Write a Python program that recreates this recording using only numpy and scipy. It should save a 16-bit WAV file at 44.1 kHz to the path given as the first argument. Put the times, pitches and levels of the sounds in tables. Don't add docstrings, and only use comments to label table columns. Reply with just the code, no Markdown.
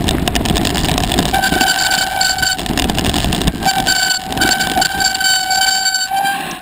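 import sys
import numpy as np
from scipy import signal
from scipy.fft import rfft, irfft
from scipy.io import wavfile
from scipy.ndimage import uniform_filter1d

SR = 44100
rng = np.random.default_rng(int(sys.argv[2]) if len(sys.argv) > 2 else 0)


def master(y):
    cut = np.clip(np.atleast_2d(y).T, -1, 1)
    pcm = np.round(cut * 32767)
    wavfile.write(sys.argv[1], SR, pcm.astype(np.int16))


N = 291501
T = np.arange(N) / SR

# t/s, level/dB
RUMBLE_LEVEL = [(0.0, -20), (0.02, -19), (1.25, -19.5), (1.49, -26), (1.54, -20), (1.78, -35),
                (1.86, -29.5), (2.34, -38), (2.43, -27.5), (2.49, -44), (2.59, -29.5), (2.82, -19),
                (3.44, -22), (3.48, -15.5), (3.52, -32), (3.66, -18), (3.7, -38), (3.81, -18.5),
                (3.98, -34.5), (4.08, -29), (4.12, -43), (4.4, -20), (4.57, -29.5), (4.79, -24),
                (4.92, -39), (4.97, -24), (5.12, -36.5), (5.69, -39.5), (6.04, -47.5), (6.11, -41),
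                (6.5, -26), (6.61, -42)]
# t/s, level/dB
GRAVEL_LEVEL = [(0, -32), (.25, -39), (.6, -33.5), (.7, -21.5), (.85, -22.5), (.95, -38), (1.1, -25.5),
                (1.25, -28), (1.6, -25.5), (2.6, -31), (2.85, -35), (3.25, -25.5), (3.45, -33.5),
                (3.51, -45), (3.62, -24.5), (4.3, -32.5), (5.0, -27.5), (5.9, -34), (6.61, -44)]
# f/Hz, width/Hz, gain/dB
CASE_MODES = [(257, 62, 5.5), (724, 61, 6), (1000, 95, -2.5), (1755, 148, -2.5), (2567, 230, -4),
              (2847, 210, 0.5), (3540, 375, 2), (3908, 435, -1.5), (5200, 750, -6.5)]
# t/s, fundamental/dB, octave/dB
HONK_LEVEL = [(1.32, -58.5, -65), (1.337, -22, -17.5), (1.4, -22, -26.5), (1.47, -23, -19), (1.5, -33, -34),
              (1.53, -25, -18.5), (1.73, -23, -26.5), (1.85, -20.5, -21), (2.1, -22, -27.5),
              (2.28, -25.5, -19), (2.365, -22.5, -30), (2.545, -25.5, -28.5), (2.58, -33, -50),
              (3.6, -44, -39), (3.65, -20.5, -29), (3.79, -24, -25), (3.85, -23, -44), (3.88, -28, -23),
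              (4.02, -20.5, -20), (4.15, -31, -20), (4.2, -27.5, -40), (4.37, -24, -39), (4.41, -19.5, -18),
              (4.7, -23, -25.5), (4.85, -31, -29.5), (4.95, -21.5, -23), (5.17, -25, -30),
              (5.27, -23, -17.5), (5.46, -22.5, -26.5), (5.78, -21, -23.5), (6.06, -31.5, -35.5),
              (6.23, -17, -29.5), (6.26, -24, -20), (6.33, -21.5, -20), (6.37, -22, -33), (6.6, -35, -44)]


def undb(db):
    return 10 ** (np.asarray(db) / 20)


def unit(x):
    return x / np.sqrt(np.mean(x ** 2))


def running_unit(x, samples=2646):
    return x / np.sqrt(uniform_filter1d(x ** 2, size=samples))


def curves(rows):
    times_s, *columns = np.transpose(rows)
    return [np.interp(T, times_s, column) for column in columns]


def noise(colour):
    hz, db = np.transpose(colour)
    bins_hz = np.maximum(np.fft.rfftfreq(N, 1 / SR), 1)
    gain_db = np.interp(np.log(bins_hz), np.log(hz), db, left=-90, right=-90)
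    return unit(irfft(rfft(rng.standard_normal(N)) * undb(gain_db), N))


def wander(hz):
    return unit(signal.sosfilt(signal.butter(2, hz, fs=SR, output="sos"), rng.standard_normal(N)))


def ring(x, modes):
    return sum((-1) ** k * undb(db) * signal.lfilter(*signal.iirpeak(hz, hz / width_hz, fs=SR), x)
               for k, (hz, width_hz, db) in enumerate(modes))


def blows(rows):
    out = np.zeros(N)
    for start_s, db, hz, width_hz in rows:
        age_s = np.maximum(T - start_s, 0)
        decay = np.exp(-np.minimum(np.pi * width_hz * age_s, 20))
        out += undb(db) * decay * np.sin(2 * np.pi * hz * age_s)
    return out


def bursts(rows, rise_s, fall_s):
    gains = np.zeros((len(rows[0]) - 2, N))
    for start_s, length_s, *levels_db in rows:
        span = slice(int(start_s * SR), int((start_s + length_s + fall_s) * SR))
        age_s = T[span] - start_s
        shape = np.clip(np.minimum(age_s / rise_s, 1 + (length_s - age_s) / fall_s), 0, 1)
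        gains[:, span] = np.maximum(gains[:, span], np.outer(undb(levels_db), shape))
    return gains


def wind(gusts_db=2):
    # t/s, level/dB
    level = [(0, 0.5), (1.2, -2.5), (1.6, -5.5), (2.4, 3), (2.75, -3.5), (3.0, -1), (3.45, 0.5), (3.75, -6),
             (5.5, -2.5), (6.1, -3), (6.35, -21.5), (6.61, -10)]
    # f/Hz, level/dB
    colour = [(12, -5), (30, -10), (55, 0.5), (80, -5.5), (125, -7.5), (180, -8.5), (280, -47), (600, -56)]
    (rumble_db,), (relative_db,) = curves(RUMBLE_LEVEL), curves(level)
    return unit(noise(colour) * undb(gusts_db * wander(54))) * undb(rumble_db + relative_db)


def tyres(lumps_db=3.5):
    # f/Hz, level/dB
    colour = [(40, -40), (110, -21), (165, 1.5), (250, -1), (350, -2), (440, -9), (530, -19.5), (700, -7),
              (950, -18.5), (1250, -23), (2000, -24), (4000, -29.5), (6000, -59)]
    rumble_db, = curves(RUMBLE_LEVEL)
    return unit(noise(colour) * undb(lumps_db * wander(47))) * undb(rumble_db + 0.5)


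def gravel(grains_per_s=1500, spread_db=12.0, grit_db=-8, hiss_db=-16):
    grains = (rng.random(N) < grains_per_s / SR) * rng.standard_normal(N)
    grains *= undb(spread_db * np.minimum(rng.exponential(size=N), 3))
    crunch = unit(grains) + undb(hiss_db) * rng.standard_normal(N)
    grit = signal.sosfilt(signal.butter(2, [1200, 5200], "band", fs=SR, output="sos"), crunch)
    level_db, = curves(GRAVEL_LEVEL)
    return undb(level_db) * unit(ring(crunch, CASE_MODES[1:]) + undb(grit_db) * grit)


def stones():
    # t/s, level/dB, f/Hz, width/Hz
    ticks = [(0.1838, -4, 1700, 500), (0.664, -11, 5040, 300), (.7462, -8, 4900, 300),
             (0.791, -11, 4700, 300), (.8115, -13, 5200, 300), (0.835, -7, 4940, 300),
             (0.861, -10.5, 5060, 253.3), (6.5125, -12, 5640, 160)]
    return blows(ticks)


def jolts():
    # t/s, level/dB, f/Hz, width/Hz
    thuds = [(1.186, -6, 236, 45), (2.699, -2.5, 204, 109), (3.291, -5.5, 150, 82), (3.479, 4, 176, 101)]
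    return blows(thuds)


def jiggles(count=280, base_db=-26, spread_db=5.5, rocky_db=-24, db_per_db=1.75):
    times_s = (np.arange(count) + rng.random(count)) * T[-1] / count
    ground_db = sum(np.interp(times_s, *np.transpose(rows)) for rows in (RUMBLE_LEVEL, GRAVEL_LEVEL)) / 2
    fade_db = db_per_db * np.minimum(ground_db - rocky_db, 0)
    scatter_db = spread_db * np.clip(rng.standard_normal(count), -2, 1.5)
    return list(zip(times_s, base_db + fade_db + scatter_db))


def rattle(boost_db=3.0, graze=0.014, graze_s=0.0005, chatter=0.12, chatter_s=0.002, detune=0.026):
    # t/s, relative level/dB
    hard_knocks = [(0.0815, -13), (0.0897, -6.5), (0.1091, -11.5), (0.2767, -7), (0.3539, -10.5),
                   (0.3626, -9), (0.4528, -14), (0.4588, -13), (0.4854, -15), (0.4981, -12.5), (0.557, -16),
                   (0.5684, -12), (0.579, -13), (0.652, -9), (0.6713, -10), (0.7807, -13.5), (0.8457, -15),
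                   (0.8851, -10.5), (0.894, -14), (0.915, -12.5), (0.94, -16), (0.9786, -8), (1.0034, -16),
                   (1.0354, -12), (1.1176, -13.5), (1.14, -11), (1.1896, -7.5), (1.254, -11.5),
                   (1.2825, -17.5), (1.3443, -14), (1.5382, -18), (1.6092, -8), (2.5853, -19.5),
                   (2.594, -16.5), (2.616, -19.5), (2.662, -14), (2.7752, -11.5), (2.79, -14.5),
                   (2.7965, -9), (2.8214, -12), (2.8422, -13.5), (2.897, -10), (2.9846, -10),
                   (2.9935, -13.5), (3.0467, -14), (3.0582, -17), (3.064, -13), (3.095, -11.5),
                   (3.1412, -11.5), (3.165, -13.5), (3.1832, -12.5), (3.203, -15), (3.244, -10.5),
                   (3.328, -12.5), (3.3475, -13.5), (3.4156, -13), (3.473, -14.5), (3.4789, -10),
                   (3.7831, -14), (3.8014, -14), (3.871, -12), (4.3239, -14), (4.3745, -15.5),
                   (4.4902, -11.5), (4.6711, -13.5), (4.6982, -14.5), (4.7159, -14.5), (4.775, -16),
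                   (5.154, -18)]
    lead, size = 256, 2048
    out, t = np.zeros(N + size), T[:size] - T[lead]
    scuff = np.where(t < 0, graze * np.exp(-abs(t) / graze_s), chatter * np.exp(-abs(t) / chatter_s))
    for hit_s, db in hard_knocks + jiggles():
        contact = (t == 0) + scuff * rng.standard_normal(size)
        modes = [(hz * (1 + detune * rng.standard_normal()), *rest) for hz, *rest in CASE_MODES]
        knock = ring(contact, modes) * rng.choice([-1, 1])
        knock /= np.std(knock[lead:lead + 88])
        start = max(int(hit_s * SR) - lead, 0)
        out[start:start + size] += undb(db + boost_db) * knock
    return out[:N]


def pad_rub(flutter_db=1.1):
    # t/s, level/dB
    level = [(6.05, -39), (6.2, -34.5), (6.35, -27), (6.5, -26), (6.56, -29.5), (6.61, -40)]
    # f/Hz, level/dB
    colour = [(530, -41), (900, -23), (1060, 3), (1360, -16), (1680, 2.5), (2120, -13), (2770, 0.5),
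              (3080, -10), (3390, -7), (4150, -7), (4890, -40), (5450, -17), (5800, -39), (7540, -18),
              (12800, -120)]
    level_db, = curves(level)
    return (T > level[0][0]) * undb(level_db + flutter_db * wander(72.0)) * noise(colour)


def stutter(rough, rate_hz=71.5, depth_db=6, uneven=0.284):
    beat = np.cos(2 * np.pi * np.cumsum(rate_hz * (1 + uneven * wander(28))) / SR)
    return running_unit(undb(depth_db * rough * beat))


def brake_controls(full_lock_db=-14.5, sag_hz=5.4, steadying=0.24, drain_db=1):
    # t/s, f/Hz, roughness
    stick_slip = [(1.3, 785, 0.37), (1.38, 769.3, 0.84), (1.95, 762.6, 1.11), (2.15, 774.5, 0.96),
                  (2.26, 756.5, 0.79), (2.44, 764.5, 0.66), (2.55, 757, 0.53), (3.62, 790, 0.76),
                  (3.7, 772, 0.5), (3.86, 772, 0.76), (3.98, 758, 0.68), (4.08, 764, 0.68),
                  (4.17, 748, 0.63), (4.4, 765.5, .95), (4.85, 766.6, 0.89), (4.97, 780, .75),
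                  (5.08, 763.6, 0.49), (5.28, 768.5, 0.22), (5.45, 753, 0.32), (5.58, 769.7, 0.48),
                  (5.85, 766.7, 0.25), (6.05, 757.5, 0.15), (6.2, 787, 0.52), (6.32, 791, 0.21),
                  (6.4, 781, .94), (6.6, 738, 1.23)]
    # t/s, length/s, level/dB
    grabs = [(1.325, 0.066, -13.5), (1.43, 0.055, -21), (1.53, 0.043, -20), (1.603, 0.053, -14.5),
             (2.14, 0.093, -18), (3.645, 0.04, -12.5), (3.74, 0.075, -17), (4.755, 0.058, -13),
             (5.0, 0.048, -18), (5.487, 0.055, -16.5), (5.565, .042, -16.5), (5.655, 0.013, -14.5),
             (6.105, 0.11, -15.5), (6.22, 0.082, -17.5)]
    # t/s, length/s, sixth/dB, fourth/dB, octave/dB
    locks = [(1.426, 0.051, -21, -34, -16), (1.604, .033, -19, -26, -16), (1.664, 0.058, -17, -19.5, -15.5),
             (1.761, .12, -20.5, -28, -21.5), (1.903, .05, -16, -29, -17.5),
             (1.974, 0.065, -16.5, -22.5, -18.5), (2.202, 0.13, -17, -32, -22.5),
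             (2.38, 0.02, -22, -31, -22), (2.421, .016, -16, -25, -12.5),
             (2.447, 0.083, -16.5, -24.5, -19.5), (3.671, .034, -15.5, -25.5, -18.5),
             (3.873, 0.051, -13.5, -24, -16), (3.948, 0.13, -17.5, -29.5, -23),
             (4.095, .024, -13, -24, -25), (4.136, 0.035, -17.5, -35, -26),
             (4.41, 0.023, -18.5, -21.5, -15), (4.452, 0.042, -23.5, -35, -20),
             (4.507, 0.025, -13, -26, -19), (4.596, 0.051, -19.5, -27, -19.5),
             (4.812, 0.019, -14, -20, -17), (4.847, .018, -15.5, -29.5, -16), (4.91, 0.015, -23, -30, -23),
             (5.0, 0.025, -17.5, -34.5, -16.5), (5.04, .025, -11.5, -42, -17),
             (5.063, 0.05, -16.5, -33, -20.5), (5.143, 0.0087, -13, -28, -22),
             (5.203, 0.014, -17, -25, -14.5), (5.238, 0.13, -14, -21.5, -21), (5.362, 0.076, -19, -30, -41),
             (5.445, 0.049, -29.5, -34, -39), (5.5, 0.093, -16.5, -42, -21.5),
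             (5.607, 0.042, -15.5, -18, -18), (5.663, 0.03, -12.5, -26, -15.5),
             (5.702, 0.073, -15.5, -26, -28), (5.775, 0.072, -20, -35.5, -31),
             (5.849, 0.041, -13, -30.5, -19.5), (5.894, 0.1686, -22.5, -42, -24),
             (5.942, 0.023, -12, -28, -18.5), (6.003, 0.037, -16.5, -27.5, -22.5),
             (6.16, 0.027, -27, -26, -27), (6.252, 0.03, -28, -25, -20)]

    def lifted(own_db, fed):
        return 20 * np.log10(np.hypot(undb(own_db), fed))

    hz, rough = curves(stick_slip)
    first_db, second_db = curves(HONK_LEVEL)
    blare, = bursts(grabs, rise_s=0.014, fall_s=0.022)
    sixth, fourth, second = bursts(locks, rise_s=0.0048, fall_s=0.00864)
    lock = np.minimum(sixth / undb(full_lock_db), 1)
    return (hz - sag_hz * lock,
            rough * (1 - steadying * lock),
            lifted(first_db, blare) - drain_db * lock,
            lifted(second_db, second),
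            lifted(second_db - 10, fourth),
            lifted(second_db - 15, sixth))


def brake_squeal(jitter=0.01933, drift_db=5.0, looseness=0.43):
    hz, rough, first_db, second_db, fourth_db, sixth_db = brake_controls()
    phase = 2 * np.pi * np.cumsum(hz * (1 + jitter * rough ** 2 * wander(119.5))) / SR
    bite = wander(73.5)
    pad_lag, rotor_lag = 0.82 * rough, 2.24 * rough + 0.98

    def judder(depth=3.0):
        grip = 1.33 * bite + 2.67 * wander(45.6)
        return running_unit(undb(-depth * (0.27 + rough) * np.logaddexp(0, -2 * grip) / 2))

    def harmonic(order, lag):
        return -np.sqrt(2) * np.cos(order * phase + lag * wander(35.3))

    def overtone(order, lag, db):
        return undb(db + drift_db * np.tanh(wander(18.0))) * judder() * harmonic(order, lag)

    honk = sum(undb(db) * judder() * harmonic(order, pad_lag)
               for order, db in [(1, first_db), (2, second_db), (4, fourth_db)])
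    free_share = np.clip(looseness * rough ** 2, 0, 1)
    rasp = unit(ring(rng.standard_normal(N), [(4650, 300, 0)]))
    shriek = undb(sixth_db) * stutter(rough) * judder(depth=4)
    shriek *= np.sqrt(1 - free_share) * harmonic(6, rotor_lag) + np.sqrt(free_share) * rasp
    mixed = (overtone(3, pad_lag, 0.7 * (first_db + second_db) - 6.5)
             + overtone(5, pad_lag, (second_db + fourth_db) / 2 - 10.5)
             + overtone(7, rotor_lag, sixth_db + first_db / 2 - 7.5)
             + overtone(8, rotor_lag, sixth_db + second_db / 2 - 8.0))
    grit = rng.standard_normal(N) * (1 + np.cos(phase)) * undb(9.4 * rough * bite)
    scrape = running_unit(ring(grit, CASE_MODES[1:]), samples=4410)
    scrape *= rough * undb(0.6 * second_db + 0.35 * sixth_db - 5)
    return (T > HONK_LEVEL[0][0]) * (undb(-0.26) * honk + shriek + mixed + scrape)


def scene():
    return (brake_squeal() + pad_rub() + tyres() + wind() + gravel() + rattle() + stones() + jolts())[None]


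def record(dry, rate_hz=12000, top_hz=15400):
    coarse = signal.resample_poly(dry, rate_hz, SR, axis=1, window=("kaiser", 4))
    held = np.repeat(np.clip(coarse, -1, 1), 4, axis=1)
    mirrored = signal.resample_poly(held, SR, 4 * rate_hz, axis=1)[:, :N]
    return signal.sosfilt(signal.ellip(8, .2, 70, top_hz, fs=SR, output="sos"), mirrored)


dry = scene()
out = record(dry)
master(out)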